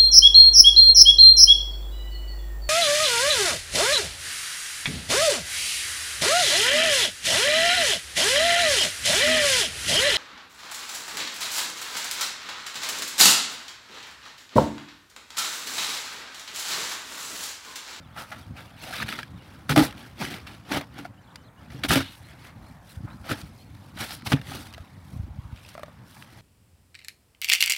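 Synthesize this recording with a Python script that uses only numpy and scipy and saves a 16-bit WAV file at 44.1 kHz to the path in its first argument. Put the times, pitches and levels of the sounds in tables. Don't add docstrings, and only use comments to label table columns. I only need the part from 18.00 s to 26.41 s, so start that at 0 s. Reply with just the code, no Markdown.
import sys
import numpy as np
from scipy import signal
from scipy.fft import rfft, irfft
from scipy.io import wavfile
from scipy.ndimage import uniform_filter1d

SR = 44100
rng = np.random.default_rng(int(sys.argv[2]) if len(sys.argv) > 2 else 0)


def dump(signal):
    limited = np.clip(np.atleast_2d(signal).T, -1, 1)
    pcm = np.round(limited * 32767).astype(np.int16)
    wavfile.write(sys.argv[1], SR, pcm)


def invert_db(level):
    return 10 ** (np.asarray(level, dtype=float) / 20)


N = 370873

# peak time in seconds, level in dB, swell in seconds, fade in seconds, treble tilt in dB per octave.
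STROKES = [(0.05, -60.5, 0.33, 0.41, -.6), (0.19, -42, 0.05, 0.11, 3.5), (0.319, -53, 0.11, .08, 5),
           (0.4, -55.5, 0.14, 0.2, 4), (0.59, -49.5, 0.069, .1, 2), (0.66, -58.5, 0.12, 0.35, 2.5),
           (0.84, -46, .1, 0.45, 3.5), (0.935, -41.5, 0.026, 0.15, 1), (0.98, -40, 0.11, 0.052, 2.5),
           (1.031, -34.5, 0.066, 0.018, 0), (1.095, -40, 0.047, 0.2, 2), (1.15, -46.5, 0.12, .05, 2),
           (1.2, -44, .04, 0.024, -2), (1.47, -57.5, 0.26, 0.53, 2.5), (1.703, -27, 0.012, 0.044, 4),
           (1.729, -36, 0.031, 0.014, 2), (1.785, -31, 0.015, 0.14, 2.5), (1.85, -36, 0.15, 0.041, 7),
           (2.0, -51, 0.11, .25, 2), (2.227, -36, 0.063, 0.12, 2), (2.33, -43, 0.11, 0.14, 1.5),
           (2.49, -51, 0.076, .2, 2), (2.725, -36, 0.035, 0.12, 2.2), (2.772, -34.5, 0.11, 0.031, 1),
           (2.823, -46.5, 0.075, 0.038, -3), (2.995, -50, 0.13, 0.11, -1), (3.36, -65.5, 0.54, 0.27, 1),
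           (3.62, -60.5, 0.11, 0.15, 0), (3.721, -55, 0.045, 0.26, 2.2), (3.81, -55.5, 0.23, 0.054, 1),
           (3.852, -33.5, 0.02, 0.03, 2), (3.894, -34.5, 0.013, 0.063, 12.5),
           (3.916, -25, 0.024, 0.094, 4.5), (3.97, -29.5, 0.042, 0.051, 4), (4.014, -42.5, 0.045, 0.036, 4),
           (4.11, -62.5, 0.078, 0.57, 12.5), (4.32, -57, 0.23, 0.072, 6), (4.47, -54, 0.18, 0.068, 6),
           (4.7, -62.5, 0.32, 0.25, 7.5), (4.909, -58.5, 0.14, 0.2, 11), (5.113, -65.5, 0.3, 0.45, 10.5),
           (5.311, -35, 0.07, 0.061, 3.5), (5.37, -50.5, 0.045, 0.19, 4.5), (5.62, -65, 0.6, 0.11, 9),
           (5.88, -64.5, 0.75, 0.17, 5.5), (6.016, -38, 0.067, 0.11, 3.5), (6.13, -46, 0.18, 0.073, 8),
           (6.269, -37.5, 0.022, 0.021, 6), (6.305, -41.5, 0.032, 0.047, 6.5),
           (6.376, -46, 0.11, 0.049, 0.3), (6.52, -45, 0.13, 0.19, 5), (6.62, -51, 0.18, 0.14, 5),
           (6.7, -60.5, 0.11, 0.78, 3), (7.144, -66.5, 0.45, 0.28, 12), (7.42, -67, 0.32, 0.31, 5),
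           (7.59, -59, 0.16, 0.14, 3.5), (7.69, -56, 0.14, 0.16, 7), (7.81, -61, 0.26, 0.53, 3),
           (8.171, -60.5, 0.3, 0.28, 9.5), (8.4, -57.5, 0.38, .1, 3.5)]
STROKE_DB, STROKE_POWER = 25.5, 1.31
REST_DB, REST_TILT_DB = -75, -4

# time in seconds, wall body under 1 kHz in dB, air in the pot in dB, both against the rub.
NESTING = [(0.0, 7.5, 11), (0.6, 11.5, 23), (0.85, 7, 22.5), (0.95, -4, 15), (1.2, 3, 26), (1.7, 13.5, 31),
           (2.3, 3.5, 28.5), (2.75, 9.5, 26.5), (3.0, 2, 32), (3.9, 6.5, 27.5), (4.4, 7, 25.5),
           (5.1, 7, 11), (5.3, 11.5, 28.5), (6.05, 7.5, 17), (6.55, 10.5, 28), (7.7, -2, 8), (8.41, 8, 27)]

# time in seconds, centre in Hz, level of its added peak in dB against the wall around it.
PATCHES = [(0.0, 1300, 4), (0.6, 1600, 2), (0.82, 4170, -19), (1.22, 4180, -2), (1.5, 1630, -3.8),
           (1.9, 1320, -9), (2.3, 2130, -19), (2.75, 1400, -26), (3.9, 1550, -8), (4.25, 2030, 13.5),
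           (4.5, 2090, 4), (5.1, 1330, 21.5), (5.3, 1270, -1), (6.1, 3450, -15), (6.55, 1430, -2),
           (7.6, 2740, -4), (7.85, 1190, 9), (8.41, 2030, -4)]

# frequency in Hz, relative density in dB per Hz.
WALL = [(260, -79), (450, -12), (515, -7), (830, -2), (1020, -11.5), (1260, -1.5), (1750, -3), (2010, -4),
        (2290, -3.5), (2550, -5.5), (3490, -6), (4910, -10.5), (6930, -18.5), (10400, -17), (16000, -23.5)]

# centre in Hz, width in Hz.
AIR_MODES = [(130, 56), (290, 84)]

# time in seconds, nominal peak in dB, ring in Hz, rise in seconds, 60 dB decay in seconds.
KNOCKS = [(0.16, -21.5, 1160, 0.017, 0.29), (0.199, -23.5, 1320, 0.021, 0.1),
          (0.316, -22, 1160, .0096, 0.22), (0.563, -28, 2580, .003, .12), (0.864, -25.5, 650, .011, 0.36),
          (0.927, -20.5, 1560, .006, 0.53), (1.021, -13.5, 1740, 0.0036, 0.051),
          (1.061, -17, 1630, 0.003, 0.033), (1.082, -15, 1800, 0.0024, .054),
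          (1.188, -14, 1500, 0.0025, 0.076), (1.693, -5, 1350, 0.0034, 0.089),
          (1.717, -12, 1380, 0.0066, .037), (1.76, -3, 800, 0.0035, 0.086),
          (1.779, -8.5, 720, 0.0045, 0.21), (2.212, -16.5, 950, .005, 0.1),
          (2.468, -22, 2640, 0.0049, 0.071), (2.699, -33, 756, .011, .12), (2.716, -9.5, 490, 0.01, 0.036),
          (2.98, -22.5, 890, 0.0022, 0.097), (3.047, -27, 750, .007, 0.089), (3.835, -8, 3430, .003, 0.065),
          (3.848, -11, 3660, 0.0041, .048), (3.886, -10, 3560, 0.0035, 0.53),
          (3.906, -4, 1280, 0.0033, 0.14), (3.918, -8, 1250, .003, 0.068), (3.956, -3, 570, 0.0032, 0.094),
          (4.003, -7.5, 1410, 0.0056, 0.045), (4.289, -43, 2100, 0.03, 0.63),
          (4.439, -33.5, 2220, 0.026, 0.37), (5.058, -34.5, 1000, 0.036, 0.43),
          (5.24, -31, 650, 0.0084, 0.27), (5.292, -13.5, 1270, .006, .11), (5.311, -13, 1530, 0.0081, 0.1),
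          (5.973, -26, 1380, 0.014, 0.25), (6.011, -18.5, 1290, 0.013, 0.2), (6.089, -23, 4670, .011, 0.4),
          (6.261, -15, 950, 0.0026, 0.11), (6.271, -12.5, 4230, 0.0031, 0.034),
          (6.318, -1, 1360, 0.0025, 0.057), (6.329, -6.5, 2660, 0.0025, 0.053), (6.514, -27, 780, .01, .1),
          (7.802, -42, 1170, 0.034, 0.15)]
CREST_DB = 17.5
SHARP_TILT_DB, DULL_DB_PER_MS = 1, 0.29

# start in seconds, level in dB before a common cut, ring in Hz, crack in dB before a common lift.
TICKS = [(1.001, -16, 1260, -27), (1.088, -25.5, 1650, 6), (1.125, -16.5, 1320, -5),
         (1.23, -19.5, 1650, -8), (1.776, -6, 640, -1), (1.908, -33, 2750, -1), (1.925, -36, 1240, 4),
         (1.978, -34.5, 2350, -4), (2.25, -20.5, 1560, -3), (2.291, -32, 2180, -9), (2.309, -33, 3680, 2),
         (2.341, -30, 2140, 5), (2.374, -36.5, 1510, 2), (2.471, -30, 2650, -2), (2.811, -24.5, 634, -2),
         (3.052, -21, 710, -27), (3.357, -35, 3560, 6.5), (3.703, -33, 1950, -8), (3.721, -38, 1660, -3),
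         (3.792, -42, 1810, -3), (4.061, -42, 1190, 10.5), (5.079, -36, 611, -21), (5.088, -43, 1250, -25),
         (5.102, -36, 1260, -28), (5.414, -29.5, 4450, -2.5), (5.749, -43, 950, 3), (6.221, -49, 1350, 12),
         (6.414, -30.5, 1830, -1), (6.469, -35, 1860, 4), (6.539, -31, 1420, -4), (6.568, -45, 900, 12),
         (6.668, -41, 4020, 6), (6.726, -42, 5480, 3), (6.737, -34.5, 2870, 3), (6.745, -29.5, 2020, -6),
         (6.779, -30, 654, -5.5), (7.56, -39, 2820, -3), (7.574, -39, 2480, -6), (7.649, -32, 2600, -17),
         (7.688, -35, 5300, -1), (7.751, -27.5, 598, -12.5), (7.778, -24.5, 670, -14),
         (7.794, -27.5, 600, -9), (7.832, -21.5, 595, -9.5), (7.859, -49, 3300, 3), (7.881, -34, 600, -14),
         (8.167, -35, 870, -8), (8.223, -35.5, 1990, 2.5)]
TICK_T60 = .03

# multiple of its ring, starting level in dB.
RIM = [(1, 0), (1.97, -3), (3.03, -9)]

# time in seconds, nominal peak in dB, share of the upper air mode from 0 to 1,
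# 60 dB decay in seconds, upper mode in Hz.
BOOMS = [(1.004, -27, 0.5, 0.42, 215), (1.699, -12.5, 0.43, 0.32, 260), (1.77, 3, 0.66, 0.098, 305),
         (1.784, 0.5, 0.56, .11, 310), (1.808, -1.5, 0.98, 0.066, 278), (2.21, -15.5, 0.64, 0.071, 210),
         (2.708, -23, 0.77, 0.23, 296), (2.76, -24.5, 0.69, 0.23, 281), (2.994, -29.5, 0.67, 0.23, 281),
         (3.744, -25, .3, .22, 285), (3.842, -11, 0.72, 0.069, 293), (3.913, -16.5, 0.6, .21, 234),
         (3.929, -17, 0.63, .21, 328), (3.959, -4.5, 0.68, .14, 270.3), (5.312, -12.5, 0.49, 0.098, 290),
         (5.999, -24.5, 0.59, 0.15, 214), (6.268, -14, 0.42, 0.068, 213), (6.32, -10, 0.95, 0.059, 263),
         (6.333, -0.5, 0.41, 0.089, 270.6), (6.512, -28.5, 0.66, 0.14, 270)]

# time in seconds, level in dB.
GUSTS = [(0.0, -50), (0.54, -45.5), (0.9, -48.5), (1.6, -47.5), (2.5, -48.5), (2.88, -49.5), (3.25, -51),
         (3.54, -54), (3.72, -43.5), (4.3, -51.5), (5.25, -44), (5.6, -49), (6.35, -45.5), (6.56, -42),
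         (6.86, -50.5), (7.2, -43.5), (7.42, -45.5), (7.61, -52.5), (8.0, -47.5), (8.41, -53.5)]

# frequency in Hz, relative density in dB per Hz.
WIND = [(20, -60), (45, -21), (70, 3.5), (120, -1), (200, -6.5), (300, -10.5), (500, -64), (900, -76)]

# peak time in seconds, level in dB.
JOLTS = [(3.912, -14), (6.322, -24.5)]
JOLT_RISE_S, JOLT_T60 = 0.053, 0.15

# time in seconds, nominal peak in dB, pitch in Hz.
BUFFETS = [(4.962, -27, 81.4), (4.997, -28.5, 112), (5.086, -36, 111), (6.789, -31.5, 67),
           (7.132, -29.5, 110), (7.153, -25, 98), (7.185, -21.5, 75), (7.229, -28.5, 75.4),
           (7.291, -28, 64), (7.32, -43, 88), (7.377, -24, 91), (7.44, -29.5, 72), (7.516, -27, 81)]

# start in seconds, length in seconds, first pitch in Hz, last pitch in Hz,
# level in dB around which it flutters.
BIRD = [(0.019, .065, 3650, 2300, -63), (0.058, .025, 3850, 3950, -62), (0.101, .055, 2600, 3600, -63),
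        (1.355, .045, 3800, 2400, -60), (1.4, .025, 2650, 2950, -56), (2.644, .03, 2900, 2950, -59),
        (3.172, .03, 2600, 3100, -60), (3.21, .03, 6200, 4400, -73), (3.238, .014, 4400, 3100, -62),
        (3.27, .025, 3500, 2600, -62), (3.3, .014, 2700, 3750, -61), (3.31, .016, 3750, 2900, -62),
        (3.368, .03, 2750, 3050, -64), (3.392, .045, 3050, 2950, -67), (3.412, .03, 6100, 4200, -70),
        (3.438, .012, 4450, 3250, -61), (3.445, .018, 3300, 4200, -61), (3.458, .038, 4200, 2800, -60),
        (3.57, .03, 2750, 2950, -62), (4.228, .055, 3850, 4250, -60), (4.645, .05, 3700, 4350, -61),
        (4.879, .047, 3850, 4200, -59), (5.089, .075, 3300, 4200, -61), (5.581, .06, 3900, 4350, -60),
        (5.65, .035, 4280, 4300, -66)]
BOW = .3

# frequency in Hz, relative density in dB per Hz.
HUM = [(12, -28), (20, -11), (107, 0.5), (255, -11.5), (434, -21.5), (485, -17), (678, -16.5), (897, -14.5),
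       (976, -15.5), (1660, -22), (2320, -29), (3070, -41), (6910, -39.5), (16000, -44)]
HUM_DB = -51.5


def evened(x):
    return x / np.sqrt(np.mean(x ** 2) + 1e-20)


def drift(length, size):
    noise = rng.standard_normal(length)
    return evened(uniform_filter1d(uniform_filter1d(noise, size=size), size=size))


def patchy(noise, bands, frames):
    return evened(uniform_filter1d(uniform_filter1d(noise, size=bands, axis=0), size=frames, axis=1))


def read(points, hz):
    f, value = np.transpose(points)
    return np.interp(np.log(hz + 1), np.log(f + 1), value)


def add(mix, s, sound):
    part = mix[round(s * SR):][:len(sound)]
    part += sound[:len(part)]


def bump(hz, centre_hz, width_hz):
    return 1 / np.sqrt(1 + (2 * (hz - centre_hz) / width_hz) ** 2)


def wall_colour(hz, tilt_db, ring_hz, ring_db, body_db=0):
    tilt = tilt_db * np.clip(np.log2((hz + 1) / 3000), -1.2, 1.5)
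    body = body_db / (1 + (hz / 1000) ** 6)
    patch = 1 + invert_db(ring_db) * bump(hz, ring_hz, 0.22 * ring_hz)
    gain = invert_db(read(WALL, hz) + tilt + body) * patch
    mids = (hz > 1000) * (hz < 5000)
    return gain / np.sqrt((mids * gain ** 2).mean(0))


def grit(length, per_s, spread_db, smooth):
    luck = rng.random(length)
    size = rng.exponential(1, length)
    hiss = rng.standard_normal(length)
    clicks = (luck < per_s / SR) * np.sign(hiss) * invert_db(spread_db * np.minimum(size, 4))
    clumps = invert_db(2.27 * drift(length, 300))
    return evened((smooth * hiss + (1 - smooth) * evened(clicks)) * clumps)


def pings(per_s, spread_db, cycles):
    size = (rng.random(N) < per_s / SR) * invert_db(spread_db * np.minimum(rng.exponential(1, N), 4))
    pitches = np.geomspace(900, 6000, num=28)
    patch = rng.integers(0, len(pitches), N)
    t, out = np.arange(1500) / SR, np.zeros(N)
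    for k, hz in enumerate(pitches):
        ring = np.sin(2 * np.pi * hz * t) * np.exp(-t * np.sqrt(hz * 1500) / cycles)
        out += signal.oaconvolve(size * (patch == k), np.sqrt(hz) * ring)[:N]
    return evened(out)


def strokes(t):
    s, db, swell, fade, tilt_db = np.transpose(STROKES)[:, :, None]
    before = (s - t) / np.maximum(swell, .005)
    after = (t - s) / np.maximum(fade, .005)
    away = np.where(t < s, before, after)
    power = invert_db(db - STROKE_DB * away ** STROKE_POWER) ** 2
    rest = invert_db(REST_DB) ** 2
    total = power.sum(0) + rest
    return 10 * np.log10(total), ((power * tilt_db).sum(0) + rest * REST_TILT_DB) / total


def rub():
    drive = grit(N, 2000, 3.8, .5) + invert_db(-5) * pings(1800, 2.5, 4.5)
    hz, t, z = signal.stft(evened(drive), SR, nperseg=512, noverlap=384)
    rub_db, tilt_db = strokes(t)
    s, *columns = np.transpose(NESTING)
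    body_db, air_db = (np.interp(t, s, c) for c in columns)
    s, *columns = np.transpose(PATCHES)
    ring_hz, ring_db = (np.interp(t, s, c) for c in columns)
    hz = hz[:, None]
    air = sum(bump(hz, f, w) ** 2 for f, w in AIR_MODES)
    colour = wall_colour(hz, tilt_db, ring_hz, ring_db, body_db) + invert_db(air_db) * air
    spots = patchy(rng.standard_normal(z.shape), 3, 10)
    colour = colour * invert_db(1.7 * spots)
    return signal.istft(z * colour * invert_db(rub_db), SR, nperseg=512, noverlap=384)[1][:N]


def knocks():
    out, t = np.zeros(N), np.arange(12000) / SR
    hz = np.fft.rfftfreq(len(t), 1 / SR)
    for s, peak_db, ring_hz, rise, t60 in KNOCKS:
        tilt_db = SHARP_TILT_DB - DULL_DB_PER_MS * rise * 1000
        colour = wall_colour(hz, tilt_db, ring_hz, 9.8)
        colour = colour * invert_db(1.8 * drift(len(hz), 30))
        noise = irfft(rfft(grit(len(t), 3000, 5.8, 0.52)) * colour)
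        rise, t60 = max(rise, .0005), max(t60, .01)
        skid = 0.034 * t60
        swell = np.minimum(t / rise, 1) ** 2
        fall = invert_db(-60 * np.maximum(t - rise - skid, 0) / t60)
        add(out, s - .6 * rise, invert_db(peak_db - CREST_DB) * noise * fall * swell)
    return out


def ticks():
    out, t = np.zeros(N), np.arange(4000) / SR
    hz = np.fft.rfftfreq(len(t), 1 / SR)
    for s, level_db, ring_hz, crack_db in TICKS:
        ring = np.zeros(len(t))
        for multiple, db in RIM:
            partial_hz = multiple * ring_hz
            if partial_hz < 9000:
                fall_db = 60 * np.sqrt(partial_hz / 1000) * t / TICK_T60
                ring += invert_db(db - fall_db) * np.sin(2 * np.pi * partial_hz * t)
        colour = wall_colour(hz, 0.17, 1.47 * ring_hz, 4.6, -2.5)
        noise = irfft(rfft(rng.standard_normal(len(t))) * colour)
        crack = noise * invert_db(crack_db + 2.0 - 90 * t / TICK_T60)
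        add(out, s, invert_db(level_db - 5.5) * (ring + crack) * np.minimum(t / 0.0014, 1))
    return out


def booms():
    out, t = np.zeros(N), np.arange(16000) / SR
    for s, peak_db, upper, t60, upper_hz in BOOMS:
        upper = np.clip(upper, 0, 1)
        lower_hz = AIR_MODES[0][0] * rng.uniform(0.834, 1.2)
        low, high = (np.sin(2 * np.pi * hz * t) for hz in (lower_hz, upper_hz))
        rattle = 1 + 0.27 * drift(len(t), 60)
        swell = (1 - np.exp(-t / 0.0076)) * invert_db(-60 * t / max(t60, .02))
        add(out, s - .002, invert_db(peak_db) * swell * rattle * ((1 - upper) * low + upper * high))
    return out


def coloured(points, patchy_db):
    hz = np.fft.rfftfreq(2048, 1 / SR)
    real, imaginary, noise = rng.standard_normal((3, len(hz), N // 512 + 5))
    gain = invert_db(read(points, hz)[:, None] + patchy_db * patchy(noise, 20, 8))
    z = (real + 1j * imaginary) * gain
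    return evened(signal.istft(z, nperseg=2048, noverlap=1536)[1][:N])


def wind():
    s, gust_db = np.transpose(GUSTS)
    lumps = invert_db(3.7 * evened(uniform_filter1d(rng.standard_normal(N), size=1500)))
    t = np.arange(N) / SR
    level = invert_db(np.interp(t, s, gust_db))
    for at, db in JOLTS:
        level += invert_db(db - 60 * np.maximum((at - t) / JOLT_RISE_S, (t - at) / JOLT_T60))
    out = level * evened(lumps * coloured(WIND, 2.2))
    for s, peak_db, hz in BUFFETS:
        turns = np.arange(0, 1.8, hz / SR)
        push = np.sin(2 * np.pi * turns) + 0.19 * np.sin(2 * np.pi * 2.34 * turns)
        add(out, s + 0.0034, invert_db(peak_db) * push * np.hanning(len(turns)))
    return out


def bird():
    out = np.zeros(N)
    for s, length, first_hz, last_hz, db in BIRD:
        u = np.linspace(0, 1, round(length * SR))
        glide = last_hz - first_hz
        pitch = first_hz + glide * u + BOW * abs(glide) * np.sin(np.pi * u)
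        whistle = np.sin(2 * np.pi * np.cumsum(pitch) / SR)
        add(out, s, invert_db(db) * whistle * signal.windows.tukey(len(u), .5))
    return out * invert_db(1.5 * drift(N, 200))


def hum():
    return invert_db(HUM_DB) * coloured(HUM, 2.66)


def scene():
    pots = rub() + knocks() + ticks() + booms()
    return (pots + wind() + bird() + hum())[None]


def band_limit(x):
    return signal.sosfilt(signal.butter(12, 16820, fs=SR, output="sos"), x)


def record(dry):
    cut = signal.sosfilt(signal.butter(3, 55, "high", fs=SR, output="sos"), dry)
    edge = signal.firwin(255, 15900, window=("kaiser", 7), fs=SR)
    mix = signal.oaconvolve(cut, edge[None], "same")
    return band_limit(mix)


dry = scene()
out = record(dry)
dump(out)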